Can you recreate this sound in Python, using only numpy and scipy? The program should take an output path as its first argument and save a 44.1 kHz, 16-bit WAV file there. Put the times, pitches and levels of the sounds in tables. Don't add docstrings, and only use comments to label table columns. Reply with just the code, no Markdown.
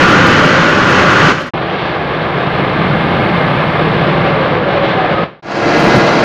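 import sys
import numpy as np
from scipy.fft import rfft, irfft, next_fast_len
from scipy.io import wavfile
from scipy.ndimage import uniform_filter1d, minimum_filter1d, map_coordinates

SR = 44100
rng = np.random.default_rng(int(sys.argv[2]) if len(sys.argv) > 2 else 0)


def materialize(psi):
    bounded = np.clip(np.atleast_2d(psi).T, -1, 1)
    quanta = np.round(bounded * 32767).astype(np.int16)
    wavfile.write(sys.argv[1], SR, quanta)


N = 275184
TIME = np.arange(N) / SR

# frequency in Hz, relative spectral density in dB.
NEAR_SPECTRUM = [(20, -21), (50, -33), (90, -11.5), (170, -5), (450, -8), (750, -12), (1400, -5.5),
                 (2300, -15), (3100, -16.5), (3700, -24), (6700, -33.5), (8200, -51), (11000, -64.5),
                 (15500, -56)]
FAR_SPECTRUM = [(20, -35), (55, -18), (95, -12.5), (155, -1.5), (250, -12), (520, -9), (1200, -15),
                (2200, -21), (3500, -27), (4400, -35.5), (6900, -66), (9700, -63), (12000, -69),
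                (15500, -69)]
LAST_SPECTRUM = [(20, -18), (50, -26), (140, -2.5), (330, -1.5), (750, -4.5), (1700, -12.5), (2600, -16.5),
                 (3400, -21), (4600, -23), (6700, -35.5), (8000, -49), (9500, -51), (12000, -63),
                 (15500, -58)]
HISS_SPECTRUM = [(6000, -34), (7500, -9.5), (8400, -3.5), (9000, -1.5), (9500, -0.5), (10000, -3),
                 (10600, 1), (11200, -7.5), (15300, -6.5)]
SIZZLE_SPECTRUM = [(3000, -21), (7000, 5.5), (9500, 4.5), (12000, -3), (14000, -5.5), (14900, 4.5),
                   (15600, -4.5)]
# centre in Hz, width in Hz, gain in dB.
NEAR_PEAKS = [(221, 22, -4.5), (243, 12, 0.5), (332, 18, 4), (496, 19, 2.5), (538, 24, 6.5), (596, 20, 8),
              (648, 20, -3.5), (930, 14, -6.5), (1168, 43, 4), (1448, 17, 6.5), (1580, 30, 2.5),
              (1944, 17, 4.5), (2140, 22, -6), (2800, 40, -2.5), (3250, 80, -3.5), (4242, 170, 3),
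              (4905, 40, 4)]
FAR_PEAKS = [(335, 24, 5), (586, 17, 1), (784, 23, 3.5), (924, 33, -5), (1174, 130, 3.5), (1460, 54, -2.5),
             (1570, 49, 3.5), (1693, 85, 4.5), (1940, 80, -2), (2135, 67, 3.5), (5200, 160, 1.5),
             (5770, 160, 2.5), (6277, 160, 2), (6751, 160, 2)]
LAST_PEAKS = [(142, 17, 2.5), (240, 14, 5), (252, 14, -16), (337, 47, 3.5), (404, 16, -12), (460, 36, 3.5),
              (500, 20, -6.5), (577, 23, 4.5), (680, 45, 4), (1370, 18, 9.5), (1430, 22, 6), (1650, 35, 9),
              (2040, 22, 6.5), (2600, 44, 4.5), (3000, 40, -5), (3550, 87, -9), (3900, 40, 2),
              (4090, 100, 3.5), (4170, 40, -7), (5879, 40, 8), (6740, 40, 11)]
# time in seconds, relative level in dB.
NEAR_FORCE = [(0, -7.5), (.45, -8.5), (.78, -11), (.98, -8.5), (1.09, -9.5), (1.25, -8)]
# time in seconds, jet force in dB, flame boom in dB.
FAR_FORCE_AND_BOOM = [(1.55, -17.3, -23), (2.0, -17, -23.5), (2.4, -15.5, -20.5), (2.95, -15, -15),
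                      (3.8, -15, -17), (4.2, -14.5, -16), (4.7, -13.5, -19.5), (5.23, -14, -20)]
LAST_FORCE_AND_BOOM = [(5.5, -15.5, -20), (5.6, -14.5, -22), (5.7, -11, -18), (5.91, -9, -12),
                       (6.05, -10, -17), (6.24, -10, -18.5)]
# loudest moment in seconds, half length in seconds, pitch in Hz,
# glide in Hz per second, level in dB.
HOWLS = [(3.92, .14, 450, -80, -24), (4.198, .26, 563, 1, -25), (4.42, 0.2, 535.4, -230, -20.5),
         (4.46, .14, 444, -58.5, -23.5), (4.69, .09, 567, 0.5, -20), (4.83, 0.081, 559, -200, -13),
         (5.04, 0.09, 738, -480, -19), (5.17, 0.17, 548, 5, -23), (5.2, 0.048, 1262, -100, -21.5)]
# centre in seconds, half length in seconds, boost in dB.
SIZZLE_BURSTS = [(.03, .05, 5), (.46, .05, 4), (1.36, .09, 2), (5.835, .05, 10.5), (5.96, .03, 7.5),
                 (6.08, .025, 5.5)]
FAR_TREBLE_SWELLS = [(1.8, 0.14, 4), (4.1, .2, 1.3), (4.88, 0.041, 4)]

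RUMBLE_GROWS, SIZZLE_GROWS = 1.4, 3.3
FACING_S, SWING_S = (3.41, 1.45), (4.62, 0.067)


def amp(db):
    return 10 ** (np.asarray(db) / 20)


def unit(x):
    return x / np.sqrt(np.mean(x ** 2) + 1e-20)


def curves(rows):
    times, *columns = np.transpose(rows)
    return [np.interp(TIME, times, column) for column in columns]


def window(start, end, rise, fall):
    return np.clip((TIME - start) / rise, 0, 1) * np.clip((end - TIME) / fall, 0, 1)


def after(start):
    return np.maximum(TIME - start, 0)


def fade_out(start, duck_db, duck_s, db_per_s):
    return amp(-duck_db * np.minimum(after(start) / duck_s, 1) - db_per_s * after(start))


def bell(centre_s, half_s):
    return np.exp(-((TIME - centre_s) / half_s) ** 2)


def swells(rows):
    return sum(db * bell(centre_s, half_s) for centre_s, half_s, db in rows)


def wobble(rate):
    return map_coordinates(rng.standard_normal(int(N * rate / SR) + 4), [TIME * rate])


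def follow(force_db, grows, top_db):
    return top_db + grows * (force_db - force_db.max())


def impulses(rate):
    return unit((rng.random(N) < rate / SR) * rng.standard_normal(N))


def filtered(x, response):
    size = next_fast_len(N + 8192)
    return irfft(rfft(x, size) * response(np.fft.rfftfreq(size, 1 / SR)), size)[:N]


def lowpass(x, edge_hz, order):
    return filtered(x, lambda hz: 1 / (1 + (hz / edge_hz) ** order))


def contour(spectrum, hz):
    knots_hz, db = np.transpose(spectrum)
    return amp(np.interp(np.log(hz + 1), np.log(knots_hz), db))


def resonance(hz, centre_hz, width_hz):
    return 1 / (1 + (2 * (hz - centre_hz) / width_hz) ** 2)


def steelwork(peaks, hz):
    return amp(sum(db * resonance(hz, centre, width) for centre, width, db in peaks))


def pipework(x, echo_db, count=10):
    delays_s = rng.uniform(.008, .07, count)
    echoes = sum(np.roll(x, int(delay * SR)) for delay in delays_s)
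    return unit(x + amp(echo_db) * echoes)


def hiss(level_db):
    return amp(level_db) * unit(filtered(rng.standard_normal(N), lambda hz: contour(HISS_SPECTRUM, hz)))


def ring(centre_hz, width_hz, level_db):
    band = filtered(rng.standard_normal(N), lambda hz: resonance(hz, centre_hz, width_hz))
    return amp(level_db) * bell(*FACING_S) * unit(band)


def howls(blur):
    out = np.zeros(N)
    for centre_s, half_s, pitch_hz, glide, db in HOWLS:
        phase = 2 * np.pi * np.cumsum(pitch_hz + glide * (TIME - centre_s)) / SR
        paths = 1 + blur * (wobble(40) + 1j * wobble(40))
        out += amp(db) * bell(centre_s, half_s) * unit(np.real(paths * np.exp(1j * phase)))
    return out


def overload_sizzle(level_db, rate, fizz, sputter_db):
    sputter = impulses(rate) * amp(sputter_db * unit(wobble(70) + wobble(13)))
    sizzle = sputter + fizz * rng.standard_normal(N)
    treble = filtered(sizzle, lambda hz: contour(SIZZLE_SPECTRUM, hz))
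    return amp(level_db + swells(SIZZLE_BURSTS)) * unit(treble)


def jet(roar_db, rumble_db, spectrum, peaks, rasp, shock_rate, echo_db, flutter_db, throb_db):
    flow = unit(rng.standard_normal(N) + rasp * impulses(shock_rate))
    heard = filtered(flow, lambda hz: contour(spectrum, hz) * steelwork(peaks, hz))
    rumble = lowpass(heard, edge_hz=300, order=8)
    eddies = unit(wobble(45) + wobble(130))
    roar = unit(pipework(heard - rumble, echo_db) * amp(flutter_db * eddies))
    flame = unit(rumble * amp(throb_db * wobble(30)))
    return amp(roar_db) * roar + amp(rumble_db) * flame


def far_fire():
    force_db, boom_db = curves(FAR_FORCE_AND_BOOM)
    fire = jet(force_db, boom_db, FAR_SPECTRUM, FAR_PEAKS,
               rasp=0.37, shock_rate=1200, echo_db=-25, flutter_db=0.63, throb_db=-0.3)
    low = lowpass(fire, 720, order=6)
    body = lowpass(fire, 2500, order=6)
    away = 1 - bell(*FACING_S)
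    middle = amp(1.68 - 2.5 * away) * (body - low)
    treble = amp(1.4 - 2.5 * away + swells(FAR_TREBLE_SWELLS)) * lowpass(fire - body, 7800, order=12)
    whistle = ring(centre_hz=2150, width_hz=130, level_db=-31.5)
    swing_shade = amp(-3.5 * bell(*SWING_S))
    upper = swing_shade * (middle + treble + whistle + hiss(level_db=-58 - 13 * away))
    fade = fade_out(5.239, duck_db=7.1, duck_s=0.013, db_per_s=157)
    return (low + upper + howls(blur=.45)) * fade * window(1.535, 5.415, .003, 0.017)


def near_fire():
    force_db, = curves(NEAR_FORCE)
    rumble_db = follow(force_db, RUMBLE_GROWS, top_db=-12.0)
    fire = jet(force_db + 1.0, rumble_db, NEAR_SPECTRUM, NEAR_PEAKS,
               rasp=0.38, shock_rate=1400, echo_db=-21, flutter_db=0.53, throb_db=0.0)
    sizzle_db = follow(force_db, SIZZLE_GROWS, top_db=-45)
    sizzle = overload_sizzle(sizzle_db, rate=400, fizz=.35, sputter_db=3.6)
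    fade = fade_out(1.309, duck_db=5.7, duck_s=.035, db_per_s=64)
    return (lowpass(fire, 13000, order=8) + sizzle) * fade * window(-1, 1.508, .01, .025)


def last_fire(start_s=5.423, rise_db=21, rise_s=0.057):
    force_db, boom_db = curves(LAST_FORCE_AND_BOOM)
    fire = jet(force_db, boom_db, LAST_SPECTRUM, LAST_PEAKS,
               rasp=0.4, shock_rate=1400, echo_db=-21, flutter_db=0.7, throb_db=2.0)
    sizzle_db = follow(force_db, SIZZLE_GROWS, top_db=-51.5)
    sizzle = overload_sizzle(sizzle_db, rate=600, fizz=.5, sputter_db=3.5)
    fade_in = amp(-rise_db * np.exp(-after(start_s) / rise_s))
    return (lowpass(fire, 11000, order=8) + sizzle) * fade_in * window(start_s, 7, .004, .01)


def scene():
    return (near_fire() + far_fire() + last_fire())[None]


def record(dry):
    top_hz = 15600
    needed_gain = 1 / np.maximum(np.abs(dry[0]), 1)
    held_gain = minimum_filter1d(needed_gain, size=25)
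    smooth_gain = uniform_filter1d(uniform_filter1d(held_gain, size=13), size=13)
    return filtered(dry[0] * smooth_gain, lambda hz: hz < top_hz)[None]


dry = scene()
out = record(dry)
materialize(out)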